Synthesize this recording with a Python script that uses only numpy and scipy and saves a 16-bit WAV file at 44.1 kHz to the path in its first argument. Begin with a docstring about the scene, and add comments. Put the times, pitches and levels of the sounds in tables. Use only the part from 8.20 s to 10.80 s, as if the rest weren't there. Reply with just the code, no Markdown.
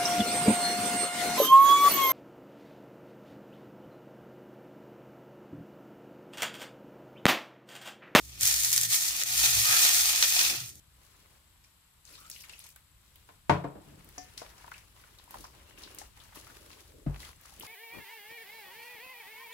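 """Water sizzles in a hot steel pan of vegetables: steam bubbles burst, drops spit, the boiling surges. A
spatula turns the wet pieces, scrapes and knocks the steel, and then the sizzle dies away. The pan rings and
drones, and dull thuds sound as it bumps on its stand or the heap flops. Its wall and a small kitchen reflect
the sound into two close microphones, over quiet air and a wavering low hum."""
import sys
import numpy as np
from scipy import signal
from scipy.fft import rfft, irfft
from scipy.io import wavfile
from scipy.ndimage import uniform_filter1d

SR = 44100
rng = np.random.default_rng(int(sys.argv[2]) if len(sys.argv) > 2 else 0)


def wrap_up_sound(samples):
    """Save the sound to the file named by the first command line argument, as 16-bit audio."""
    columns = np.atleast_2d(samples).T
    # keep every value between -1 and 1, then stretch to whole-number steps
    tamed = np.clip(columns, -1, 1)
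    steps = np.round(tamed * 32767).astype(np.int16)
    wavfile.write(sys.argv[1], SR, steps)


N = 114660
T = np.arange(N) / SR


def amp(db):
    """Turns decibels into a number to multiply a sound by."""
    return 10 ** (np.asarray(db) / 20)


def unit(x):
    """Scales a signal to an average strength (rms) of 1."""
    return x / np.sqrt(np.mean(x ** 2) + 1e-20)


def level(points):
    """Joins (seconds, dB) points into a loudness curve."""
    return amp(np.interp(T, *np.transpose(points)))


def add(mix, start_s, sound):
    """Mixes a sound in at its start time."""
    part = mix[:, round(start_s * SR):][:, :sound.shape[1]]
    part += sound[:, :part.shape[1]]


def drift(seconds):
    """A random wander; more seconds make it slower."""
    hz = np.fft.rfftfreq(N, 1 / SR)
    return unit(irfft(rfft(rng.standard_normal(N)) / (1 + (2 * hz * seconds) ** 2), N))


def colour(x, points, size=4096):
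    """Makes some frequencies stronger than others, following (Hz, dB) points."""
    hz, db = np.transpose(points)
    log_hz = np.log(abs(np.fft.fftfreq(size, 1 / SR)) + 1)
    log_gain = np.log(amp(np.interp(log_hz, np.log(hz), db)))
    response = np.exp(np.conj(signal.hilbert(log_gain)))  # nothing sounds ahead of a click
    taps = np.fft.ifft(response).real[:size // 2]
    return signal.fftconvolve(x, taps[None] / np.linalg.norm(taps), axes=1)[:, :x.shape[1]]


def from_spot(x, wall_s, wall_db, right_lag_s=0.000234, mono_below_hz=1100, size=1024, lead=16):
    """Sound travels from one spot in the pan to both microphones, directly and off the pan wall."""
    n = np.arange(size) - lead
    lag = np.array([[0], [right_lag_s * SR + 0.35 * rng.standard_normal()]])
    direct = np.sinc(n - lag) * np.exp(-((n - lag) / lead) ** 2)
    shared, apart = rng.standard_normal((2, size)) * (n > lead) * np.exp(-abs(n) / (wall_s * SR))
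    apart = signal.lfilter(*signal.butter(1, mono_below_hz, "high", fs=SR), apart)
    wall = np.array([shared + apart, np.roll(shared - apart, round(right_lag_s * SR))])
    paths = unit(direct + amp(wall_db) * unit(wall) / np.sqrt(size)) / np.sqrt(size)
    return signal.oaconvolve(x[None], paths, axes=1)[:, :N]


def crackle(per_s, spread_db, hiss, spots=24, flare_db=5.5, flares_per_s=16):
    """Countless tiny pops and some smooth hiss come from spots that flare up and calm down."""
    sizes = amp(spread_db * np.minimum(rng.exponential(1, N), 3.63)) * rng.choice([-1, 1], N)
    pops = unit(sizes * (rng.random(N) < per_s / SR)) + hiss * rng.standard_normal(N)
    where = rng.integers(0, spots, N)
    flares = amp(flare_db * np.minimum(rng.standard_normal((spots, 128)), 1.3))
    out = np.zeros((2, N))
    for k, steps in enumerate(flares):
        flare = unit(np.interp(T * flares_per_s, np.arange(len(steps)), steps))
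        out += from_spot(pops * flare * (where == k), wall_s=0.0029, wall_db=6)
    return out


def burst(shape, size=2048):
    """A puff of noise in the pan that fades with the given shape, evened out from bass to treble."""
    noise = rng.standard_normal(len(shape)) * shape
    spectrum = rfft(from_spot(noise, wall_s=0.00095, wall_db=1), 2 * size)
    strength = np.sqrt(uniform_filter1d(abs(spectrum) ** 2, 26) + 1e-12)
    return unit(irfft(spectrum / strength)[:, :size]) / np.sqrt(size)


def tone(hz, waver_hz=3.8):
    """A tone of unsteady pitch."""
    cycles = np.cumsum(hz + waver_hz * drift(seconds=0.056)) / SR + rng.random()
    return np.sqrt(2) * np.sin(2 * np.pi * cycles)


# The tone of the air. Each row: frequency in Hz, relative level in dB.
AIR_COLOUR = [(20, -33), (45, -14), (70, 3), (120, 7.5), (210, -4.5), (310, -3), (500, -13), (1500, -22),
              (15000, -28)]
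def kitchen_air(level_db=-60.5):
    """Quiet kitchen air, partly shared by both microphones."""
    air = rng.standard_normal(N) + 0.93 * rng.standard_normal((2, N))
    return amp(level_db) * unit(colour(air, AIR_COLOUR))


# Each row: time in seconds, relative level in dB of the lowest tone, the same for the upper two.
HUM_LEVELS = [(0.0, -47.5, -63.5), (0.22, -50, -57.5), (0.36, -44.5, -59.5), (0.67, -65, -47.5),
              (0.8, -86, -66), (0.9, -51, -58), (1.04, -77, -95), (1.1, -57, -51.5), (1.19, -40.5, -53.5),
              (1.25, -40, -53), (1.29, -62, -46), (1.35, -39.5, -52), (1.43, -43, -50), (1.48, -60, -78),
              (1.66, -58, -82.5), (2.47, -64, -54.5), (2.6, -69, -103)]
def hum(wobble_db=2):
    """Three low tones waver, swell and fade."""
    times, low_db, high_db = np.transpose(HUM_LEVELS)
    out = np.zeros(N)
    for hz, db in [(61, low_db - 6), (117.9, high_db), (169, high_db - 12.5)]:
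        out += tone(hz) * amp(np.interp(T, times, db) + wobble_db * drift(seconds=0.038))
    return out


# How hard the water boils. Each row: time in seconds, level in dB.
BOIL_LEVELS = [(0, -49), (.18, -52), (.207, -35), (.225, -29.5), (.28, -25), (.32, -27), (.41, -29.5),
               (.45, -25), (.51, -32), (.535, -24.5), (.56, -29.5), (.655, -28), (.672, -37.5),
               (.686, -35.5), (.70, -27.5), (.745, -23.5), (.795, -30), (.87, -27), (.945, -33),
               (1.022, -29.5), (1.028, -50), (1.04, -46), (1.07, -31), (1.12, -29), (1.24, -22),
               (1.33, -26.5), (1.47, -24), (1.56, -22), (1.665, -20), (1.7, -24), (1.9, -24.5), (1.95, -30),
               (2.0, -28.5), (2.04, -26), (2.056, -30), (2.09, -27), (2.19, -23.5), (2.3, -29.5),
               (2.33, -36.5), (2.49, -46), (2.525, -54.5), (2.6, -58)]
# The tone of the bubbles. Each row: frequency in Hz, relative level in dB.
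BUBBLE_COLOUR = [(100, -33), (400, -58.5), (520, -30), (700, -24.5), (790, -21.5), (950, -17), (1080, -23),
                 (1350, -13), (1600, -16.5), (1780, -7), (1950, -10.5), (2230, -3.5), (2500, -12),
                 (3200, -6), (4300, -4), (5300, -1), (6700, 1.5), (7600, -2), (9200, -1.5), (11500, -4.5),
                 (15500, -4)]
def sizzle(flutter_db=1.18):
    """Steam bubbles burst wherever water meets bare hot steel."""
    bubbles = crackle(per_s=9000, spread_db=3, hiss=0.69)
    flutter = amp(flutter_db * drift(seconds=0.0087))
    return unit(colour(bubbles, BUBBLE_COLOUR)) * level(BOIL_LEVELS) * flutter


# The tone of the spray. Each row: frequency in Hz, relative level in dB.
SPRAY_COLOUR = [(100, -50), (1000, -25), (3000, -6.5), (7000, -3.5), (15500, -4)]
def spray(per_s=110, spread_db=6.6, below_boil_db=10.5, spots=12):
    """Fine droplets tick sharply above the boiling, growing louder and softer with it."""
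    drops = amp(spread_db * rng.uniform(-1, 1, N)) * (rng.random(N) < per_s / SR)
    where = rng.integers(0, spots, N)
    ticks = sum(from_spot(drops * (where == k), wall_s=0.00093, wall_db=-4) for k in range(spots))
    return amp(-below_boil_db) * unit(colour(ticks, SPRAY_COLOUR)) * level(BOIL_LEVELS)


# Vegetables pushed across the pan. Each row: time in seconds, level in dB.
STIR_LEVELS = [(0, -68), (.2, -52), (.27, -34.5), (.4, -46), (.6, -42.5), (.655, -44), (.67, -66),
               (.70, -51), (.725, -35), (.8, -42.5), (1.02, -37), (1.03, -60), (1.06, -38.5), (1.1, -36.5),
               (1.25, -29.5), (1.33, -33), (1.44, -33), (1.52, -29), (1.67, -26), (1.71, -32), (2.04, -32),
               (2.055, -31.5), (2.11, -34.5), (2.2, -27), (2.33, -34), (2.45, -48.5), (2.52, -64),
               (2.6, -88)]
# The tone of their slipping. Each row: frequency in Hz, relative level in dB.
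SLIP_COLOUR = [(80, -28), (200, -12), (350, -13), (520, -13), (640, -7.5), (700, -1), (800, -1), (1030, -4),
               (1230, 2), (1600, -2), (1900, -2.5), (2230, 3.5), (2450, 7), (4000, 5), (6000, 6),
               (9000, -16), (16000, -3.5)]
def stirring(flutter_db=1.5):
    """Wet pieces slip and tumble in clumps, duller than the sizzle."""
    slips = crackle(per_s=2500, spread_db=5, hiss=0.42)
    flutter = amp(flutter_db * drift(seconds=0.0087))
    return unit(colour(slips * flutter, SLIP_COLOUR)) * level(STIR_LEVELS)


# Drops in the oil. Each row: time in seconds, relative level in dB, fade time of the snap in seconds.
BURSTING_DROPS = [(0.2101, -17.5, 0.00033), (0.2308, -14.5, 0.0014), (0.2336, -15, .001),
                  (0.2548, -15, .0003), (0.264, -17, 0.00034), (0.2716, -15.5, .0006), (0.276, -12, 0.001),
                  (0.3118, -16.5, .001), (0.341, -16.5, 0.00053), (.4355, -17, 0.0011), (0.447, -15, .0012),
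                  (.5035, -20, 0.00069), (0.5174, -17.5, 0.00058), (0.5288, -13, .0006),
                  (.5626, -12.5, 0.00085), (0.5778, -11.5, 0.00089), (0.613, -15, .0009),
                  (0.6335, -16.5, .0009), (0.648, -32, .0008), (0.6604, -29, .0005), (0.7343, -19, .001),
                  (.824, -24, .0006), (.9655, -22, .0005), (1.0253, -24, 0.00034), (1.0358, -17.5, 0.00022),
                  (1.178, -18, .0005), (1.309, -25, .0007), (1.8564, -17.5, .0007), (1.96, -16, .0003),
                  (2.1914, -21, .0005), (2.361, -28, .0002), (2.4047, -29, .0005), (2.46, -36, .0003),
                  (2.4917, -36.5, 0.00017), (2.555, -42, .0012)]
# The tone of a snap. Each row: frequency in Hz, relative level in dB.
SNAP_COLOUR = [(100, -39), (600, -31), (1200, -15), (2000, -7), (4000, -6), (6500, 5.5), (9000, 0),
               (12500, -0.5), (15500, -2.5)]
def spits(gain_db=16, spatter_db=-34, spatter_s=0.0051, pitch_spread=0.19):
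    """Single drops explode with a snap and a short spatter, each pitched a little differently."""
    out, t = np.zeros((2, N)), T[:1536]
    for time_s, db, snap_s in BURSTING_DROPS:
        shape = np.exp(-t / snap_s) + amp(spatter_db) * np.exp(-t / spatter_s)
        pitch = np.exp(pitch_spread * rng.uniform(-1, 1))
        snap = colour(burst(shape), np.array(SNAP_COLOUR) * [pitch, 1])
        add(out, time_s - 0.0005, amp(db + gain_db) * snap)
    return out


# Each row: start in seconds, level in dB, pitch in Hz.
PAN_THUDS = [(0.218, -40, 105), (0.602, -55, 139), (.89, -44.5, 61), (1.363, -34, 109.4),
             (1.483, -41.5, 114), (2.27, -51, 62), (2.292, -50.5, 180), (2.37, -41, 118), (2.41, -42, 127)]
def thuds(rise_s=0.0089, fade_s=0.04):
    """The pan bumps on its stand or the wet heap flops down, each time with one dull, low note."""
    out = np.zeros((1, N))
    shape = np.minimum(T / rise_s, 1) * np.exp(-np.maximum(T - rise_s, 0) / fade_s)
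    for start_s, db, hz in PAN_THUDS:
        add(out, start_s, amp(db) * shape * np.sin(2 * np.pi * hz * T)[None])
    return out


# Each row: start in seconds, relative level in dB, fade time of the rub in seconds, bass cut in Hz.
SPATULA_KNOCKS = [(0.9355, -23, .0012, 300), (1.014, -7, 0.0013, 450), (1.0212, -6, 0.0011, 450),
                  (1.0355, -20, 0.00047, 300), (1.2585, -1, 0.0035, 650), (1.6235, -18, 0.0013, 900),
                  (1.637, -8, 0.00099, 900), (1.7125, -8, .001, 1500), (1.7315, -10, .0012, 900),
                  (2.0252, 7, 0.0013, 607), (2.035, 1, 0.006, 350), (2.0429, -5.5, 0.0017, 300),
                  (2.191, 2, .0017, 1800), (2.2118, -3, 0.00076, 700)]
# The tone of a clack. Each row: frequency in Hz, relative level in dB.
CLACK_COLOUR = [(100, -52), (400, -12.5), (1000, -11.5), (1400, -5), (2000, -3), (3000, -1), (3500, 0.5),
                (4300, 0.5), (5000, -1.5), (5900, 5), (7200, -11), (15000, -18)]
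def knocks():
    """The spatula clacks and rubs briefly on the food-damped pan; glancing taps carry less bass."""
    out, t = np.zeros((2, N)), T[:1536]
    for start_s, db, rub_s, bass_hz in SPATULA_KNOCKS:
        clack = colour(burst(np.exp(-t / rub_s)), CLACK_COLOUR)
        bass_cut = signal.butter(2, bass_hz, "high", fs=SR)
        add(out, start_s, amp(db) * signal.lfilter(*bass_cut, clack))
    return out


def friction(strokes, tone_points):
    """Grainy rubbing swells and fades with each stroke."""
    push = np.zeros(N)
    for start_s, length_s, db in strokes:
        position = 2 * (T - start_s) / length_s - 1  # runs from -1 to 1 during the stroke
        push += amp(db) * np.sqrt(np.maximum(1 - position ** 2, 0))
    grains = crackle(per_s=1500, spread_db=3, hiss=0.52, spots=4)
    return unit(colour(grains, tone_points)) * push


# Each row: start in seconds, length in seconds, level in dB.
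SPATULA_SCRAPES = [(.995, 0.049, -49), (1.21, .04, -48), (1.247, .022, -39), (1.44, 0.14, -34.5),
                   (1.51, .09, -41), (1.59, 0.08, -34.5)]
# The tone of a scrape. Each row: frequency in Hz, relative level in dB.
RASP_COLOUR = [(200, -29), (550, -18), (800, 3.5), (1020, -14), (1250, 10.5), (1420, 3.5), (1700, 0.5),
               (2300, -4), (5500, -13), (14000, -10.5)]
def scrapes():
    """The spatula rasps as it slides over the steel."""
    return friction(SPATULA_SCRAPES, RASP_COLOUR)


# Each row: time in seconds, level in dB.
DRONE_LEVELS = [(1.45, -68), (1.6, -58), (1.88, -55), (2.0, -59), (2.3, -64)]
def pan_drone():
    """The dragging spatula sets off a low drone in the pan, which lingers faintly."""
    start_s = DRONE_LEVELS[0][0]
    return tone(hz=76) * level(DRONE_LEVELS) * (T > start_s)


# Each row: start in seconds, length in seconds, level in dB.
HEAP_SHOVES = [(1.49, .1, -50.5), (1.6, 0.074, -46), (2.3, 0.062, -48.5)]
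# The tone of the moving heap. Each row: frequency in Hz, relative level in dB.
HEAP_COLOUR = [(80, -28), (180, -13), (310, 0.5), (480, -2), (900, -16), (2200, -6), (8000, -28)]
def shoves():
    """The wet heap is shoved or drops back with a low rustle."""
    return friction(HEAP_SHOVES, HEAP_COLOUR)


# The pan's own notes. Each row: pitch in Hz, relative level in dB, seconds to fade by 60 dB.
STEEL_NOTES = [(313, 0, 0.086), (542.4, 8.5, 0.12), (703.7, 1.5, 0.17), (928, -5, 0.096), (1217, -17, .1),
               (1350, -1, 0.24), (1473, -2.5, .1), (1774, -7, 0.091), (1871, 4, 0.12), (1983, 0.5, 0.047),
               (2435, -1, 0.053), (3445, 1.5, 0.16), (3474, -7, 0.059), (3888, -7, 0.05), (4090, -1.5, .15),
               (4185, -10, .08), (4240, 0.5, 0.055), (4700, -16, 0.13), (5500, -9, 0.19), (5480, -4, 0.26),
               (6180, -2, 0.044), (6730, -11, 0.16), (8090, -3, 0.15), (9300, -18, 0.22)]
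def pan_ring(x):
    """Everything that happens in the pan rings its steel, a little differently at each microphone."""
    t, ringing = T[:8192], 0
    for hz, db, ring_s in STEEL_NOTES:
        damping = np.log(1000) / ring_s
        note = np.cos(2 * np.pi * hz * t + rng.uniform(-1, 1, (2, 1)))
        ringing += amp(db) * 2 * damping / SR * np.exp(-damping * t) * note
    return signal.fftconvolve(x, ringing, axes=1)[:, :N]


def kitchen_echo(x, echo_s=0.12, paths=4, turn_hz=37, size=12000):
    """A small room gives a short wash of echoes; paths take turns, as if the sizzle moved about."""
    t, out = T[:size], np.zeros((2, N))
    fade = np.exp(-np.log(1000) * t / echo_s) * (t > 0.005)
    for k in range(paths):
        tail = unit(rng.standard_normal((2, size)) * fade) / np.sqrt(size)
        share = np.maximum(np.cos(2 * np.pi * (turn_hz * T + k / paths)), 0)
        out += signal.fftconvolve(x * share, tail, axes=1)[:, :N]
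    return out


def scene(echo_db=-7.5):
    """Mixes the pan, its room and the low background."""
    pan = sizzle() + spray() + stirring() + spits() + knocks() + shoves() + scrapes()
    pan = (pan + pan_ring(pan)) * amp([[0.18], [-0.18]])  # a touch louder on the left
    echo = amp(echo_db) * kitchen_echo(pan)
    rumble = (hum() + pan_drone() + thuds()) * amp([[-2], [0]])  # softer on the left
    return pan + echo + rumble + kitchen_air()


def record(dry, top_hz=15560):
    """Cuts away the very highest treble."""
    treble_cut = signal.firwin(401, top_hz, window=("kaiser", 9), fs=SR)
    return signal.oaconvolve(dry, treble_cut[None], "same")


dry = scene()
out = record(dry)
wrap_up_sound(out)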